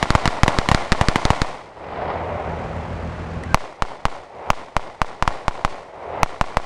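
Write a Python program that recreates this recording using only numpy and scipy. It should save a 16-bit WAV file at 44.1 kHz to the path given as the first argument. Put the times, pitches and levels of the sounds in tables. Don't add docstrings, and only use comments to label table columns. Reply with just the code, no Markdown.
import sys
import numpy as np
from scipy import signal
from scipy.fft import rfft, irfft, next_fast_len
from scipy.io import wavfile
from scipy.ndimage import map_coordinates

SR = 44100
rng = np.random.default_rng(int(sys.argv[2]) if len(sys.argv) > 2 else 0)


def persist_wave(psi):
    counts = np.round(np.clip(psi, -1, 1) * 32767).astype(np.int16)
    wavfile.write(sys.argv[1], SR, np.atleast_2d(counts).T)


def convert_level_to_amplitude(level_db):
    exponent = np.asarray(level_db, float) / 20
    return 10 ** exponent


N = 293265


def unit(x):
    return x / np.sqrt(np.mean(x ** 2) + 1e-20)


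def filtered(x, response):
    size = next_fast_len(N + SR // 2)
    spectrum = rfft(x, size) * response(np.fft.rfftfreq(size, 1 / SR))
    return irfft(spectrum, size)[:N]


def wobble(rate_hz):
    knots = rng.standard_normal(int(N * rate_hz / SR) + 4)
    return map_coordinates(knots, [np.arange(N) * rate_hz / SR])


def hiss(spectrum, grain_db, rate_hz):
    knot_hz, knot_db = np.transpose(spectrum)
    grains = rng.standard_normal(N) * convert_level_to_amplitude(grain_db * wobble(rate_hz))
    return unit(filtered(grains, lambda hz: convert_level_to_amplitude(np.interp(np.log(hz + 1), np.log(knot_hz), knot_db))))


def smooth(x, seconds, start):
    keep = np.exp(-1 / (seconds * SR))
    return signal.lfilter([1 - keep], [1, -keep], x, zi=[start * keep])[0]


def add(track, start_s, sound):
    part = track[round(start_s * SR):][:len(sound)]
    part += sound[:len(part)]


def row(table, gun):
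    return next(numbers for name, *numbers in table if name == gun)


# centre_hz, width_hz, level_db
EXHAUST_MODES = [(50, 27, -5.5), (83.6, 45, 1.5), (119, 55, -3.5), (159.3, 11.4, -1), (235.5, 31, -11)]


def exhaust_response(hz):
    total = 0
    for k, (centre_hz, width_hz, level_db) in enumerate(EXHAUST_MODES):
        damping = 1j * hz * width_hz
        total = total + (-1) ** k * convert_level_to_amplitude(level_db) * damping / (centre_hz ** 2 - hz ** 2 + damping)
    return total


CYLINDER_LEVELS = [2, 4, -1.5, -4, -10, 1]
# (relative, per Hz)
CLATTER_SPECTRUM = [(150, -34), (250, -8), (391, -9.5), (517, -11), (878, -20), (1090, -13.5), (2490, -24),
                    (3350, -31.5), (9340, -47.5), (13000, -57)]


def engine():
    mean_firing_hz = 41.5
    turns = np.cumsum(mean_firing_hz * (1 + 0.0044 * wobble(1.7)) / SR) + 0.35
    fired = np.flatnonzero(np.diff(np.floor(turns)))
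    strength_db = np.array(CYLINDER_LEVELS)[turns[fired].astype(int) % len(CYLINDER_LEVELS)]
    pulses = np.zeros(N)
    pulses[fired] = convert_level_to_amplitude(strength_db + 0.92 * rng.standard_normal(len(fired)))
    firing = unit(filtered(pulses, exhaust_response))
    rumble = unit(filtered(rng.standard_normal(N), exhaust_response))
    beat = 1 + 0.12 * np.cos(2 * np.pi * turns)
    clatter = beat * hiss(CLATTER_SPECTRUM, grain_db=1.0, rate_hz=220)
    return convert_level_to_amplitude(-60) * firing + convert_level_to_amplitude(-63) * rumble + convert_level_to_amplitude(-66) * clatter


# start_s, level_db
CLINK_EVENTS = [(2.764, -60), (3.436, -48)]
# freq_hz, level_db, t60_s
METAL_MODES = [(1930, -0.5, 0.019), (7350, -28, 0.023), (9800, -17, 0.012)]


def clinks():
    out, t = np.zeros(N), np.arange(SR // 16) / SR
    for start_s, level_db in CLINK_EVENTS:
        ring = sum(convert_level_to_amplitude(mode_db - 60 * t / t60_s) * np.sin(2 * np.pi * hz * t)
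                   for hz, mode_db, t60_s in METAL_MODES)
        crack = convert_level_to_amplitude(-60 * t / 0.0047) * rng.standard_normal(len(t))
        add(out, start_s, convert_level_to_amplitude(level_db) * (ring + crack) * (1 - np.exp(-t / 0.0012)))
    return out


def breathy_tone():
    out, t = np.zeros(N), np.arange(SR // 16) / SR
    waver = np.cumsum(0.07 * rng.standard_normal(len(t)))
    envelope = np.sin(np.pi * t / t[-1] * 0.7)
    add(out, 3.478, convert_level_to_amplitude(-63.5) * np.sin(2 * np.pi * 1550 * t + waver) * envelope)
    return out


# colour, peak_s, peak_db, rise_db_per_s, fall_db_per_s
SCATTERERS = [("body", 0, -22.5, 600, 940), ("body", 0.077, -37, 310, 72), ("body", 0.682, -56, 43, 87),
              ("bright", 0.047, -44.5, 400, 72), ("bright", 0.99, -99.5, 40, 7.9),
              ("far", 0.108, -44, 170, 140), ("far", 0.25, -49.5, 190, 27.3), ("far", 1.03, -58, 41, 36.4),
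              ("far", 1.62, -74, 30, 9.2)]


def roll(colour, age_s):
    total = 0
    for name, peak_s, peak_db, rise_db_per_s, fall_db_per_s in SCATTERERS:
        if name == colour:
            before_s, after_s = np.maximum(peak_s - age_s, 0), np.maximum(age_s - peak_s, 0)
            total = total + convert_level_to_amplitude(2 * (peak_db - rise_db_per_s * before_s - fall_db_per_s * after_s))
    return total


def blast(ms, hz, decay_ms, rise_ms):
    age_ms = np.maximum(ms, 0)
    envelope = np.exp(-(age_ms / decay_ms) ** 2) * (1 - np.exp(-age_ms / rise_ms))
    return -np.cos(2 * np.pi * hz * age_ms / 1000) * envelope


# delay_ms, level_db
NEAR_REFLECTORS = [(29, -16), (37, -24.5), (62, -21.5), (72, -21.5), (87.5, -28.5), (96, -22), (112, -21.5),
                   (133, -23.5), (181, -26)]
# gun, blast_hz, decay_ms, bounce_ms, bounce_db (nominal pitch and bounce delay)
MUZZLE_BLASTS = [("a", 1143, 0.44, 0.95, 5), ("b", 900, 0.96, 1.016, -1), ("c", 2810, 0.22, 0.405, .5),
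                 ("d", 930, 1.22, 2.85, -12)]
# gun, thump_hz, thump_ms, thump_db, suction_db, puff_db
MUZZLE_GASES = [("a", 160, 2.8, -0.42, -19.5, -21.5), ("b", 109, 4.3, -0.73, -18, -23),
                ("c", 130, 1.84, 0.63, -9, -26.5), ("d", 159, 2.7, -10.5, -10, -30)]
# gun, bed_db, near_echo_db, far_echo_db
GUN_AIMS = [("a", -17, 6.1, 3.9), ("b", -13, 4.9, -0.5), ("c", -11.5, 3.3, -0.61), ("d", -41, 0, 6.7)]


def shot(gun):
    blast_hz, decay_ms, bounce_ms, bounce_db = row(MUZZLE_BLASTS, gun)
    thump_hz, thump_ms, thump_db, suction_db, puff_db = row(MUZZLE_GASES, gun)
    bed_db, echo_db, _ = row(GUN_AIMS, gun)
    ms = np.arange(SR // 5) * 1000 / SR
    vary = rng.standard_normal(3 + len(NEAR_REFLECTORS))
    direct = 1.15 * blast(ms, blast_hz * (1 + 0.05 * vary[0]), decay_ms, rise_ms=0.03)
    bounce = blast(ms - bounce_ms * (1 + 0.07 * vary[1]), 800, 0.42, rise_ms=0.04)
    behind = 1 - np.exp(-(ms / 1.5) ** 4)
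    swing = np.pi * (2 * thump_hz * ms / 1000) ** 0.75
    thump = np.sin(swing) * np.exp(-ms / thump_ms) * behind
    suction = np.exp(-ms / 16) * (0.47 * (1 - np.exp(-ms / 0.17)) + 0.58 * behind)
    bed = blast(ms - 1.3, 1200 * (1 + 0.044 * vary[2]), 1.6, rise_ms=0.9)
    gas = signal.lfilter([1, 0, -1], [1, -1.75, 0.82], rng.standard_normal(len(ms)))
    puff = unit(gas) * np.exp(-ms / 8) * (1 - np.exp(-ms / 0.047))
    echoes = np.zeros(len(ms))
    for (delay_ms, level_db), v in zip(NEAR_REFLECTORS, vary[3:]):
        first = blast(ms - delay_ms, 820, 1.16, rise_ms=0.14)
        second = 0.47 * blast(ms - delay_ms - 2.9, 930, 0.71, rise_ms=0.093)
        echoes += convert_level_to_amplitude(level_db + echo_db + 0.87 * v) * (first + second)
    pressure = direct + convert_level_to_amplitude(bounce_db) * bounce + convert_level_to_amplitude(bed_db) * bed
    air = convert_level_to_amplitude(thump_db) * thump + convert_level_to_amplitude(suction_db) * suction + convert_level_to_amplitude(puff_db) * puff
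    return pressure + air + echoes


# start_s, level_db, gun
SHOT_EVENTS = [(0.0274, -0.5, "a"), (.1045, 0, "c"), (0.1513, 1.5, "b"), (0.2559, -1, "a"),
               (0.2768, -1, "c"), (0.4335, 1, "c"), (0.4333, 2, "b"), (0.4798, 1, "a"), (0.5868, 0.5, "c"),
               (0.6881, -0.5, "a"), (0.7151, 1.5, "b"), (0.7467, 0.5, "c"), (0.92, 2, "c"),
               (0.9246, -3.5, "a"), (1.0119, 1, "b"), (1.0853, 2, "c"), (1.158, 0.5, "a"), (1.2527, 0, "c"),
               (1.3039, 1, "b"), (1.4176, -0.5, "c"), (3.5446, 1.5, "d"), (3.8223, -0.5, "d"),
               (4.0539, 0, "d"), (4.5032, 0, "d"), (4.7663, -1, "d"), (5.017, -1, "d"), (5.2248, -1, "d"),
               (5.2774, 0.5, "d"), (5.4813, -0.5, "d"), (5.649, 0.5, "d"), (6.2316, 0.5, "d"),
               (6.4121, 0.5, "d"), (6.5703, 0, "d")]
# start_s, level_db
EARLIER_SHOTS = [(-.6, -10.5), (-.3, -2), (-.12, 12)]
# (relative, per Hz)
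BODY_SPECTRUM = [(88, -8.5), (150, -8.5), (415, -9), (450, -5.5), (617, -4), (883, -3.5), (1750, -18),
                 (1900, -14.5), (2220, -20), (4000, -32), (5200, -38), (8800, -120)]
BRIGHT_SPECTRUM = [(880, -34), (1500, -18), (1750, -1), (1910, 3.5), (2210, 3.5), (2620, -3.5), (3000, -3),
                   (3640, -4.5), (4290, -6), (7080, -14), (10100, -16), (11000, -36), (12300, -15),
                   (13300, -29), (15000, -62)]
FAR_SPECTRUM = [(150, -37), (250, -17), (342, -7.5), (375, -3), (583, 1.5), (694, 1), (826, 0), (1680, -18),
                (2040, -15.5), (4000, -39), (5200, -71), (8800, -120)]


def gunfire():
    direct, power = np.zeros(N), np.zeros((3, N))
    heard = [(start_s, db, db, db) for start_s, db in EARLIER_SHOTS]
    for start_s, db, gun in SHOT_EVENTS:
        _, near_db, far_db = row(GUN_AIMS, gun)
        add(direct, start_s, convert_level_to_amplitude(db) * shot(gun))
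        heard.append((start_s, db + near_db, db + near_db, db + far_db))
    age_s = np.arange(4 * SR) / SR
    for k, colour in enumerate(["body", "bright", "far"]):
        answer = roll(colour, age_s)
        for start_s, *levels_db in heard:
            remaining = answer[round(max(-start_s, 0) * SR):]
            add(power[k], max(start_s, 0), convert_level_to_amplitude(2 * levels_db[k]) * remaining)
    body, bright, far = np.sqrt(power)
    body = body * hiss(BODY_SPECTRUM, grain_db=2.5, rate_hz=240)
    bright = bright * hiss(BRIGHT_SPECTRUM, grain_db=1.5, rate_hz=260)
    far = far * hiss(FAR_SPECTRUM, grain_db=1.2, rate_hz=150)
    return direct + body + bright + far


def scene():
    return (engine() + clinks() + breathy_tone() + gunfire())[None]


def microphone_band(hz):
    low_cut = 1j * hz / (4.2 + 1j * hz)
    return low_cut / (1 - (hz / 10000) ** 2 + 1.154 * 1j * hz / 10000) ** 3


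def gain_control(x):
    charge = smooth(np.maximum(x ** 2 - convert_level_to_amplitude(2 * -20), 0), 0.099, start=0.02)
    clock_s = np.arange(N) / SR
    drained_s = clock_s - np.maximum.accumulate(clock_s * (charge > convert_level_to_amplitude(2 * -31.5)))
    climb_db = 29 * (1 - np.exp(-(drained_s / 0.24) ** 1.06))
    soft_power = smooth(np.minimum(x ** 2, convert_level_to_amplitude(2 * -38)), 0.32, start=0)
    soft_db = 10 * np.log10(soft_power + 1e-12)
    gain_db = smooth(np.clip(-19.5 - soft_db, 0, climb_db), 0.00083, start=0)
    return x * convert_level_to_amplitude(gain_db)


def roll_off(x):
    return signal.sosfilt(signal.butter(12, 16640, fs=SR, output="sos"), x)


def record(dry):
    x = gain_control(filtered(dry[0], microphone_band))
    x = x / (1 + np.abs(x / 1.02) ** 5) ** (1 / 5)
    x = filtered(x, lambda hz: 1 / (1 + (hz / 12500) ** 12))
    mix = np.clip(x, -0.985, 0.985)[None]
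    return roll_off(mix)


dry = scene()
out = record(dry)
persist_wave(out)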